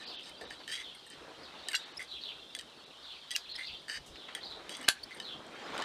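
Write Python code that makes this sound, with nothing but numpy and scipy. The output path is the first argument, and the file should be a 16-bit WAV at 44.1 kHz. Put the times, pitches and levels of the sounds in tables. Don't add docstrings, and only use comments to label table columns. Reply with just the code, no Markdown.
import sys
import numpy as np
from scipy import signal
from scipy.fft import rfft, irfft
from scipy.io import wavfile
from scipy.ndimage import uniform_filter1d

SR = 44100
rng = np.random.default_rng(int(sys.argv[2]) if len(sys.argv) > 2 else 0)


def rack_gain(trim_db):
    fader = np.asarray(trim_db, float)
    return 10 ** (fader / 20)


def wav_out(sig):
    wavfile.write(sys.argv[1], SR, np.round(np.clip(np.atleast_2d(sig).T, -1, 1) * 32767).astype(np.int16))


N = 257629


def evened(x):
    return x / np.sqrt(np.mean(x ** 2) + 1e-20)


def read(points, hz):
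    f, value = np.transpose(points)
    return np.interp(np.log(hz + 1), np.log(f + 1), value)


def curves(rows, t):
    s, *columns = np.transpose(rows)
    return [np.interp(t, s, c) for c in columns]


def add(mix, s, sound):
    part = mix[max(round(s * SR), 0):][:len(sound)]
    part += sound[:len(part)]


def played(rows, source, lead_s=0):
    mix = np.zeros(N)
    for s, *row in rows:
        add(mix, s - lead_s, source(*row))
    return mix


def ring(clicks, modes, handle_hz):
    out = 0
    for hz, width, db, follow in modes:
        pitch = hz * (handle_hz / 1900) ** follow
        turn = np.exp(2j * np.pi * np.cumsum(pitch) / SR)
        r = np.exp(-np.pi * width / SR)
        out = out + rack_gain(db) * (turn * signal.lfilter([1], [1, -r], clicks / turn)).imag
    pitches = [m[0] for m in modes]
    edges = .8 * min(pitches), min(1.25 * max(pitches), .45 * SR)
    return signal.sosfilt(signal.butter(2, edges, "band", fs=SR, output="sos"), out)


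def noise(db_field, patchy_db, size):
    frames, hz = N * 4 // size + 5, np.fft.rfftfreq(size, 1 / SR)
    a, b, patches = rng.standard_normal((frames, len(hz), 3)).T
    patches = uniform_filter1d(patches, size=8, axis=0)
    patches = evened(uniform_filter1d(patches, size=10, axis=1))
    db = db_field(hz[:, None], np.arange(frames) * size / 4 / SR) + patchy_db * patches
    return evened(signal.istft((a + 1j * b) * rack_gain(db), nperseg=size, noverlap=size * 3 // 4)[1][:N])


def echoes(x, t60s, start):
    taps = np.zeros(SR // 2)
    at = np.arange(round(start * SR), len(taps) - 20, 20)
    taps[at + rng.integers(0, 20, len(at))] = rng.choice([-1., 1.], len(at))
    hz, t, z = signal.stft(taps, SR, nperseg=128)
    tail = signal.istft(z * rack_gain(-60 * t / read(t60s, hz)[:, None]), SR, nperseg=128)[1]
    return signal.fftconvolve(x, tail / np.linalg.norm(tail))[:N]


# frequency [Hz], level [dB per Hz].
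HISS = [(880, -19), (1500, -23), (2720, -10), (2880, -20), (3120, -3.5), (5440, -11), (6500, -17.5),
        (8740, -19), (16000, -37)]
# frequency [Hz], level [dB per Hz].
RUSTLE = [(59, -57), (100, -15.5), (261, -1), (387, 0.5), (866, -1.5), (1200, -2.5), (1310, -2.5),
          (2340, -8), (3020, -12), (6000, -24), (7800, -29), (13200, -52)]
# time [s], level [dB], brightness [dB an octave].
WEATHER = [(0.0, -54, 0), (0.31, -57, -3.5), (0.45, -51.5, -1.5), (0.53, -56.5, -2), (1.1, -60.5, -0.5),
           (1.18, -54, 0.2), (1.41, -53.5, -0.5), (1.85, -55.5, 2.5), (2.15, -58.5, -1.5),
           (2.88, -57.5, -1.6), (3.05, -61, 1.5), (4.1, -58, -1.5), (4.5, -52.5, -1), (4.86, -52, 1),
           (4.92, -59, 1.5), (5.38, -50.5, -2.5), (5.58, -50, 0.5), (5.78, -43.5, 1.5)]
# frequency [Hz], level [dB per Hz].
WIND = [(12, -38), (20, -26), (59, 13), (92, -4), (160, 7.5), (210, -63), (350, -120)]
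# time [s], peak [dB].
GUSTS = [(.31, -67), (.45, -69), (1.82, -77), (3.09, -75), (3.72, -68), (4.0, -54), (4.12, -64),
         (4.42, -72), (4.86, -73), (5.07, -72), (5.76, -69)]
BREEZE_DB, GUST_S = -73, 0.034


def garden():
    now = np.arange(N) / SR
    gusts = rack_gain(BREEZE_DB) + sum(rack_gain(db) * np.exp(-((now - s) / GUST_S) ** 2) for s, db in GUSTS)

    def rustle_colour(hz, t):
        brightness = np.clip(curves(WEATHER, t)[1], -4, 3)
        return read(RUSTLE, hz) + brightness * np.log2((hz + 50) / 600)

    hiss = noise(lambda hz, t: read(HISS, hz) + 0 * t, patchy_db=.6, size=512)
    rustle = noise(rustle_colour, patchy_db=2.0, size=512)
    wind = noise(lambda hz, t: read(WIND, hz) + 0 * t, patchy_db=-4.0, size=2048)
    crackle = evened(uniform_filter1d(rng.standard_normal(N), size=120))
    rustle_db = curves(WEATHER, now)[0]
    rustle_db = rustle_db + 0.17 * np.clip(rustle_db + 57, 0, None) * crackle
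    return rack_gain(-61) * hiss + rack_gain(rustle_db + 1.0) * rustle + gusts * wind


def note(length, first_hz, last_hz, warble):
    u = np.linspace(0, 1, round(length * SR))
    hz = first_hz * (last_hz / first_hz) ** u * (1 + warble)
    return np.sin(2 * np.pi * np.cumsum(hz) / SR) * np.sin(np.pi * u) ** 0.34


# time [s], level [dB].
CHORUS = [(0.0, -51), (0.35, -54.5), (0.99, -55.5), (1.27, -62), (1.46, -58), (1.67, -50), (2.03, -61),
          (2.18, -55.5), (2.49, -53), (2.62, -59.5), (3.15, -55), (3.68, -49), (3.92, -63.5), (4.3, -55),
          (4.48, -63), (5.16, -58), (5.38, -65), (5.84, -48.5)]
CHORUS_HZ = 3692
# start [s], length [s], first and last pitch [Hz], level [dB].
CHIRPS = [(0.05, 0.061, 4220, 4630, -50), (0.095, 0.11, 3924, 3040, -51), (0.823, 0.081, 3920, 2950, -51.5),
          (1.431, 0.032, 5200, 3600, -54.5), (1.787, 0.072, 3550, 4030, -53),
          (2.075, 0.11, 4410, 2730, -49.5), (2.113, .017, 3980, 3880, -48), (2.134, .014, 3380, 3300, -49),
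          (2.206, 0.12, 4605, 2643, -47.5), (3.028, 0.13, 4160, 2890, -53), (3.085, .05, 4200, 3900, -54),
          (3.487, .022, 3800, 4600, -51), (3.513, .014, 4300, 3900, -43), (3.535, .02, 3200, 4100, -49),
          (3.557, .009, 3400, 3200, -46), (3.634, 0.052, 3780, 4830, -46.5),
          (3.666, .05, 4204, 2410, -48.5), (3.72, 0.041, 3720, 3080, -49.5), (4.138, 0.14, 4200, 2984, -57),
          (4.408, .016, 3000, 4900, -52), (4.431, .017, 4400, 3700, -47), (4.444, .012, 4300, 5250, -51),
          (4.452, .022, 4900, 3700, -48), (4.497, .047, 3720, 3900, -48), (5.219, 0.13, 4206, 2967, -48.5)]
# frequency [Hz], t60 [s].
CHIRP_ECHO = [(2000, 0.15), (4000, 0.37), (7000, 0.1)]


def birds(count=1100):
    crowd, calls = np.zeros((2, N))
    for place, length, off, off2, glide, size in rng.random((count, 6)):
        middle = CHORUS_HZ * 2 ** (.52 * (off + off2 - 1))
        sound = note(.006 + .016 * length, middle, middle * (.78 + .3 * glide), 0)
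        add(crowd, place * N / SR, rack_gain(10 * size) * sound)
    for s, length, first_hz, last_hz, db in CHIRPS:
        wobbles = rng.standard_normal((2, round(length * SR)))
        hoarse, throb = evened(uniform_filter1d(wobbles, size=90))
        sound = note(length, first_hz, last_hz, .07 * min(length / .06, 1) * hoarse)
        add(calls, s, rack_gain(db + 3 + 4 * throb) * sound)
    crowd, calls = (x + rack_gain(-5.5) * echoes(x, CHIRP_ECHO, .006) for x in (crowd, calls))
    steady = crowd / np.sqrt(uniform_filter1d(crowd ** 2, size=2500) + 1e-9)
    return rack_gain(curves(CHORUS, np.arange(N) / SR)[0] + 0.43) * steady + calls


def brush(db, hz, octaves, dying_ms):
    t = np.arange(4096) / SR
    hump = np.exp(-(np.log2((np.fft.rfftfreq(len(t), 1 / SR) + 1) / hz) / octaves) ** 2)
    puff = evened(irfft(rfft(rng.standard_normal(len(t))) * hump))
    return rack_gain(db) * puff * np.exp(-1000 * t / dying_ms) * (1 - np.exp(-t / 0.0015))


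# start [s], peak [dB], middle [Hz], width [octaves], dying time [ms].
BRUSHES = [(0.096, -43, 584, 1.1, 14), (0.409, -41.5, 500, 0.7, 30), (0.6, -49, 900, 1.6, 23),
           (1.21, -48, 450, .8, 30), (1.28, -48, 500, .9, 40), (3.71, -63, 60, .8, 18),
           (4.06, -54.5, 6400, 0.77, 31), (4.155, -46, 2420, 1.04, 10), (4.283, -44.5, 1470, 1.3, 27),
           (4.355, -48, 720, .3, 20), (4.45, -49, 750, .4, 20), (4.565, -49, 550, .7, 30),
           (4.789, -50, 275, 0.28, 58), (4.8845, -20.5, 780, 0.95, 3.16), (5.69, -45, 1300, .7, 15),
           (5.74, -42, 1000, .7, 15), (5.8, -37, 950, 0.56, 17)]


def brushes():
    return played(BRUSHES, brush)


# mode [Hz], width [Hz], level [dB],
# follow [power of the handle pitch]; the pivot and blades below alike.
HANDLES = [(1900, 58, 8, 1), (2100, 60, -6, 0.1), (1780, 44, -8, 0)]
PIVOT = [(3190, 84, 6, 0.9), (3850, 120, 0, 0.1), (4650, 310, 5.5, 0.1), (5200, 160, -3.5, 1),
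         (6000, 130, -5, 0.1)]
BLADES = [(7000, 340, -25, 0.27), (8470, 266, 13.5, 0.29), (9140, 210, 3, 0.72), (10540, 580, 5, 0),
          (11800, 2500, -59, 0)]


def tick(pivot_db, handles_db, blades_db, handle_hz, rattle_ms=1.87):
    t = np.arange(2600) / SR
    blow = rng.standard_normal(len(t)) * np.exp(-1000 * t / rattle_ms)
    blow[0] = 6.9
    parts = [ring(blow, modes, handle_hz + 0 * t) for modes in (PIVOT, HANDLES, BLADES)]
    return sum(rack_gain(pivot_db + db) * p / abs(p).max() for p, db in zip(parts, (0, handles_db, blades_db)))


def touch(blades_db, handles_db, handle_hz):
    pivot_db = -16.5
    return tick(blades_db + pivot_db, handles_db - pivot_db, -pivot_db, handle_hz, 1.7)


# start [s], pivot peak [dB], handles and blades [dB re pivot],
# handle pitch [Hz].
TICKS = [(0.209, -46, -10, -8, 2090), (0.413, -40, -6, -4, 1760), (0.505, -36, -19, -13, 1810),
         (0.6779, -31, -6, -7, 1820), (1.6856, -24, -11, -1.5, 1800), (1.7175, -33, -9, 0, 1710),
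         (1.732, -29, -5, -5, 1610), (2.55, -26, -9, -6.5, 2053), (2.589, -30, -19, -6.5, 1780),
         (2.594, -32.5, -12, -7, 1900), (2.6111, -35.5, -12, -3, 1750), (3.3075, -26.5, -15, -10, 1950),
         (3.3137, -27.5, -16, -4.5, 2060), (3.3158, -29, -14, -6, 1950), (3.325, -35, -8, -10, 1880),
         (3.337, -37, -20, -3, 1970), (4.35, -28.5, -5.5, -2.5, 1990), (4.6936, -31.5, -10, -3, 1820),
         (4.7509, -30.5, -14, -20, 2100), (4.769, -41.5, -15, 6.5, 1900), (4.829, -37, -10, -3, 1780),
         (4.841, -41, 0, -14, 1800), (4.8803, -30, 0, -12, 1700), (5.2005, -28.5, -12, -10, 1784),
         (5.7788, -31.5, -3, -3.5, 1780), (5.822, -27, -8, -10, 1780)]
# start [s], blades peak [dB], handles [dB re blades], handle pitch [Hz].
TOUCHES = [(0.2953, -40.5, -8, 2100), (1.066, -42, -7.5, 1830), (1.0745, -47, -8, 1830),
           (1.1018, -40, -28, 1830), (1.7004, -38, -11, 1830), (1.7127, -40, 2, 2100),
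           (2.0278, -37, -11, 2120), (2.565, -36, -8, 1740), (3.8194, -54.5, -3, 2180),
           (4.814, -37, -9, 1720), (4.9014, -36, -12, 1670), (5.4658, -49, -2, 1570)]


def knocks():
    return played(TICKS, tick) + played(TOUCHES, touch)


# mode [Hz], width [Hz], level [dB], follow [power of handle pitch].
SPRING = [(4670, 170, 0, 0.073)]
# time [s], level [dB re the stroke].
SLIPS = [(.6864, 0), (.6922, -3), (.6978, 0), (.7022, -1), (.7076, 0), (.7118, 0), (.7152, -3), (.7182, -2),
         (.7228, 3), (.7266, 0), (.7306, 0), (.7346, -1), (.7378, 1), (.7416, 0), (.7461, -2), (.7541, 1),
         (.7593, 2), (.7626, 2), (.7676, -2), (.7764, 0), (.7833, 0), (.7915, -1), (.7976, 0), (.8018, 0),
         (.806, 1), (.8107, 3), (.8177, 3), (.8252, 4), (3.8822, 3), (3.8908, 3), (3.8973, 3), (3.9033, -1),
         (3.9092, -2), (3.9147, 0), (3.9183, 0), (3.923, 0), (3.9286, 1), (3.9352, 3), (3.942, -2),
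         (3.9462, 2), (3.9503, -1), (3.9541, -1), (3.9579, -3), (3.9615, 0), (3.9654, 1), (3.9697, -1),
         (3.9738, 0), (3.9783, -2), (4.699, 0), (4.7056, 0), (4.7147, -4), (4.7191, 2), (4.723, 1),
         (4.7268, 2), (4.731, 0), (4.7361, -2), (4.7404, -2), (4.7436, -2), (4.7481, 2), (4.7555, 3)]
LOOSE = 1.8


def creak(rows):
    start, end = rows[0][0], rows[-1][0]
    t = np.arange(start, end + 0.013, 1 / SR)
    handles_db, blades_db, pivot_db, rate, handle_hz, spring_db = curves(rows, t)
    wobble, size, grind = rng.standard_normal((len(t), 3)).T
    rate = rate * (1 - 0.44 * np.exp(-(t - t[0]) / 0.018))
    rate = rate * handle_hz / 1800
    turns = np.cumsum(rate * (1 + .1 * evened(uniform_filter1d(wobble, size=250)))) / SR
    slips = np.diff(np.floor(turns + .9), prepend=0) * rack_gain(1.5 * size)
    listed = [(round((s - t[0]) * SR), db) for s, db in SLIPS if t[0] <= s < end]
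    long_stroke = len(listed) > 2
    if long_stroke:
        slips = np.bincount([at for at, db in listed], [rack_gain(db) for at, db in listed], len(t))
    scuff = signal.lfilter([1], [1, -.96], slips) * grind
    drive = (1.1 * slips + .22 * scuff + .09 * grind * rate / 170) * (t < end)
    loose = LOOSE if long_stroke else 1
    handles = [(hz, width * loose, db, follow) for hz, width, db, follow in HANDLES]
    pairs = (handles, handles_db), (BLADES, blades_db), (PIVOT, pivot_db), (SPRING, spring_db)
    return sum(rack_gain(db) * evened(ring(drive, modes, handle_hz)) for modes, db in pairs)


def stroke(start, length, db, handles_db, hz, voice):
    blades_db, spring_db, handles_fade, blades_fade, pivot_fade, spring_fade, rate, glide = voice
    edge = 0.0065
    s = np.array([0, edge, max(length - edge, 2 * edge), length + edge])
    grip_db, u = db + np.array([0.5, 1, 0, -6.5]), s / length
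    handles = grip_db + handles_db + handles_fade * u
    blades = grip_db + blades_db + blades_fade * u
    pivot = grip_db + pivot_fade * u
    spring = grip_db + spring_db + spring_fade * u
    return np.transpose([start + s, handles, blades, pivot, rate + 0 * s, hz + glide * s, spring])


# start [s], length [s], pivot [dB],
# handles [dB re pivot], handle pitch [Hz]; the next two alike.
SQUEEZES = [
    (.41, 0.023, -58, 11.5, 1768),
    (.43, .038, -63, 11, 1770),
    (.507, 0.043, -54, 7.5, 1787),
    (1.993, 0.055, -52.5, 12, 2058),
    (3.545, .03, -62, 11, 1900),
    (3.579, 0.075, -54, 16, 2060),
    (5.108, 0.035, -60.5, 16.5, 2050),
    (5.168, 0.016, -56, 8, 2050),
]
RUBS = [(0, 0.04, -56.5, 2.5, 1788), (.232, .03, -58, -9, 1900), (.257, .042, -52, -9, 1800),
        (.715, 0.057, -39.5, -8, 1957), (.77, 0.058, -48, 1, 2030), (1.105, .04, -55, -3, 1830),
        (3.309, .038, -48, -8, 1950), (5.203, .035, -57, -5, 1800), (4.355, .035, -52, 3, 1850),
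        (4.697, 0.062, -46, -10, 1980), (4.757, 0.061, -53, -6, 2030), (4.832, 0.025, -56, 1, 1800)]
RELEASES = [
    (.683, 0.037, -48.5, 2, 1832),
    (3.882, 0.099, -46, 2.5, 1757),
]
# blades and spring [dB re pivot]; fade over the stroke of handles,
# blades, pivot and spring [dB]; slips [per second]; glide [Hz per second].
SQUEEZE_VOICE = (-4, -11, -15, -12, -4, -4, 200, 101.5)
RUB_VOICE = (-9, -40, -2.5, -8, -2.5, -2.5, 230, 398.5)
RELEASE_VOICE = (-7, -5, -2.5, -4.5, 0, -8, 180, 400)


def strokes():
    mix = np.zeros(N)
    for rows, voice in (SQUEEZES, SQUEEZE_VOICE), (RUBS, RUB_VOICE), (RELEASES, RELEASE_VOICE):
        for row in rows:
            add(mix, row[0], creak(stroke(*row, voice)))
    return mix


SQUEAK_OVERTONES_DB = (0, -6, -18, 0, -4, -10)
SQUEAK_DYING_S = (.04, .012, .01, .009, .006, .005)


def squeak(length, first_hz, last_hz, db):
    t = np.arange(round(length * SR)) / SR
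    phase = 2 * np.pi * np.cumsum(first_hz + (last_hz - first_hz) * t / length) / SR
    rough = 1 + .3 * evened(uniform_filter1d(rng.standard_normal(len(t)), size=40))
    overtones = enumerate(zip(SQUEAK_OVERTONES_DB, SQUEAK_DYING_S), 1)
    stack = sum(rack_gain(d) * np.exp(-t / s) * np.sin(k * phase) for k, (d, s) in overtones)
    return rack_gain(db) * stack * rough * signal.windows.tukey(len(t), .3)


# start [s], length [s], first and last pitch [Hz], level [dB].
SQUEAKS = [
    (.947, .014, 2170, 2120, -52),
    (.9715, .01, 2150, 2100, -62),
    (5.144, .024, 2160, 2090, -50),
]


def squeaks():
    return played(SQUEAKS, squeak)


def squeal(length, first_hz, last_hz, db):
    u = np.linspace(0, 1, round(length * SR))
    wobble = evened(uniform_filter1d(rng.standard_normal(len(u)), size=60))
    hz = (first_hz + (last_hz - first_hz) * u ** 1.03) * (1 + 0.0016 * wobble)
    phase = 2 * np.pi * np.cumsum(hz) / SR
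    overtones = range(1, 1 + int(15000 // last_hz))
    tone = sum(rack_gain(-16.5 * np.sqrt(k - 1)) * np.sin(k * phase) for k in overtones)
    return rack_gain(db) * tone * (0.62 + 1.18 * u) * signal.windows.tukey(len(u), .35) * (1 + 0.33 * wobble)


# start [s], length [s], first and last pitch [Hz], level [dB].
SQUEALS = [
    (1.733, 0.012, 2900, 2800, -36),
    (1.746, 0.0095, 2804, 2780, -27),
    (3.348, 0.0135, 2780, 2840, -31.5),
    (4.833, 0.021, 2810, 3010, -46),
    (1.968, 0.015, 4900, 5410, -41),
    (3.553, 0.014, 4910, 5300, -42),
    (5.031, 0.01, 4350, 4650, -40),
    (5.039, 0.0076, 5000, 5200, -46),
    (4.856, .024, 2980, 2960, -54),
    (4.864, .017, 4250, 4100, -54),
]


def squeals():
    return played(SQUEALS, squeal)


# frequency [Hz], level [dB per Hz].
CRACK = [(59, -60), (100, -70), (1130, -16.5), (1610, 1.5), (3050, -1), (3940, 4), (6290, -5.5),
         (6840, -9.5), (7290, -10), (10700, -16.5), (16000, -33)]
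# mode [Hz], width [Hz], level [dB], follow [power of handle pitch].
SHUT_RING = [(910, 250, -2.5, 0.021), (1066, 71, -7, 0.00056), (1570, 24.7, 0.5, 0.00093),
             (1672, 33, 5.5, 0), (1830, 37, -1, 0.0066), (2780, 83, -4, 0), (3750, 120, 0, 0.0061),
             (4350, 92, -24, 0), (5700, 130, -21, 0.014), (6400, 90, -29, 0.021), (7760, 120, -22, 0.0053),
             (9400, 48, 0, 0.021), (11360, 80, 1, 0.06)]


def snip(db, t60, ring_db, tilt_db, modes=SHUT_RING, grate=0):
    t = np.arange(6000) / SR - .01
    rise = 0.00069 * rack_gain(0.1 * (db + 25))
    hz = np.fft.rfftfreq(len(t), 1 / SR)
    colour = rack_gain(read(CRACK, hz) + tilt_db * np.log2((hz + 50) / 3000))
    fibres = evened(irfft(rfft(rng.standard_normal(len(t))) * colour))
    crack = fibres * np.where(t < 0, np.exp(t / rise), rack_gain(-60 * t / t60))
    crack = signal.sosfilt(signal.butter(2, 600, "high", fs=SR, output="sos"), crack)
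    blow = (np.arange(len(t)) == round(.01 * SR)) + .05 * crack
    blow = blow + grate * fibres * (t > 0) * np.exp(-(t / .012) ** 2)
    steel = ring(blow, modes, np.ones(len(t)))
    return rack_gain(db) * (crack + rack_gain(ring_db) * steel * abs(crack).max() / abs(steel).max())


# peak [s], rms [dB], dying t60 [s], ring [dB], tilt [dB an octave].
SNIPS = [
    (1.7442, -28, 0.025, -14, -10),
    (1.7505, -28, 0.04, -19, 5.5),
    (3.36, -36, 0.0036, -17, -13.5),
    (3.363, -21, 0.015, -22, 4),
    (4.8832, -21, 0.02, -23, -6),
    (4.8872, -6.5, 0.009, -22, 3.5),
    (4.8942, -32, 0.032, -12, 1),
]
NIP = (1.7576, -20.5, .011, -7, 3)
# mode [Hz], width [Hz], level [dB].
NIP_RING = [(1030, 30, 2), (1780, 70, -8), (1980, 80, -4), (2830, 50, -3), (3410, 120, 0), (4010, 70, -3),
            (4740, 60, 0), (5250, 120, -2), (5700, 50, 0), (6620, 80, -1), (7580, 50, -2), (8400, 60, -3),
            (11400, 24, -3)]


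def snips():
    nip_modes = [(*mode, 0) for mode in NIP_RING]
    mix = played(SNIPS, snip, lead_s=.01)
    add(mix, NIP[0] - .01, snip(*NIP[1:], nip_modes, grate=.3))
    return mix


# mode [Hz], width [Hz], level [dB], follow [power of handle pitch].
JOLT_RING = [(800, 170, -5, 0), (1620, 170, 0, 0), (2800, 260, -3, 0)]
JOLT_S, JOLT_DB = 4.8845, -17
PUSH_DB, PUSH_MS = -33, .6


def jolt():
    t = np.arange(2000) / SR
    body = ring(1. * (t == 0), JOLT_RING, 1900 + 0 * t) * (1 - np.exp(-t / .001))
    u = 1000 * t / PUSH_MS
    return rack_gain(JOLT_DB) * body / abs(body).max() + rack_gain(PUSH_DB) * np.e * u * np.exp(-u)


# mode [Hz], width [Hz], level [dB], follow [power].
CLAP_RING = [(1570, 26, -3, 0), (1685, 28, 0, 0)]


def clap(db):
    t = np.arange(5000) / SR
    pair = ring(1. * (t == 0), CLAP_RING, 1900 + 0 * t) * (1 - np.exp(-t / .0012))
    return rack_gain(db) * pair / abs(pair).max()


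# start [s], peak [dB].
CLAPS = [
    (4.894, -23),
    (4.917, -43),
    (4.932, -42),
    (4.954, -47),
    (4.966, -48),
]


def claps():
    return played(CLAPS, clap)


def shears():
    mix = knocks() + strokes() + brushes() + snips() + claps() + squeaks()
    add(mix, JOLT_S, jolt())
    mix = mix + rack_gain(-11.5) * echoes(mix, [(500, 0.074), (4000, .12), (12000, 0.11)], .006)
    return mix + squeals()


def scene():
    return (garden() + birds() + shears())[None]


def roll_off(x):
    return signal.sosfilt(signal.butter(12, 16500, fs=SR, output="sos"), x)


# time [s], depth [dB], above [Hz].
TREBLE_DIPS = [
    (.058, -17, 5300),
    (.175, -29, 6300),
    (.462, -16, 6300),
    (1.124, -14, 9700),
    (1.85, -15, 5200),
    (1.935, -15, 6000),
    (2.853, -14, 5040),
    (3.535, -19, 5600),
]
# low edge [Hz], high edge [Hz].
THIN_BANDS = [(0, 880), (1150, 1400), (2300, 2650), (3000, 3150), (5900, 6350), (6900, 7300), (7900, 8150),
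              (8900, 11000), (11750, 20000)]
THIN_S, THIN_HALF_S, THIN_DB = 1.764, .011, -26
MIC_EDGE_HZ = 15600


def record(dry):
    edge = signal.firwin(255, MIC_EDGE_HZ, fs=SR)[None]
    x = signal.oaconvolve(0.45 * np.tanh(dry / 0.49), edge, "same")
    hz, t, z = signal.stft(x, SR, nperseg=512, noverlap=384)
    dip_db = 0
    for s, db, above in TREBLE_DIPS:
        dip_db = dip_db + db * (hz[:, None] > above) * np.exp(-((t - s) / (0.00045 * db)) ** 4)
    thin = sum((hz > low_hz) * (hz < high_hz) for low_hz, high_hz in THIN_BANDS)
    dip_db = dip_db + THIN_DB * thin[:, None] * np.exp(-((t - THIN_S) / THIN_HALF_S) ** 4)
    mix = signal.istft(z * rack_gain(dip_db), SR, nperseg=512, noverlap=384)[1][:, :N]
    return roll_off(mix)


dry = scene()
out = record(dry)
wav_out(out)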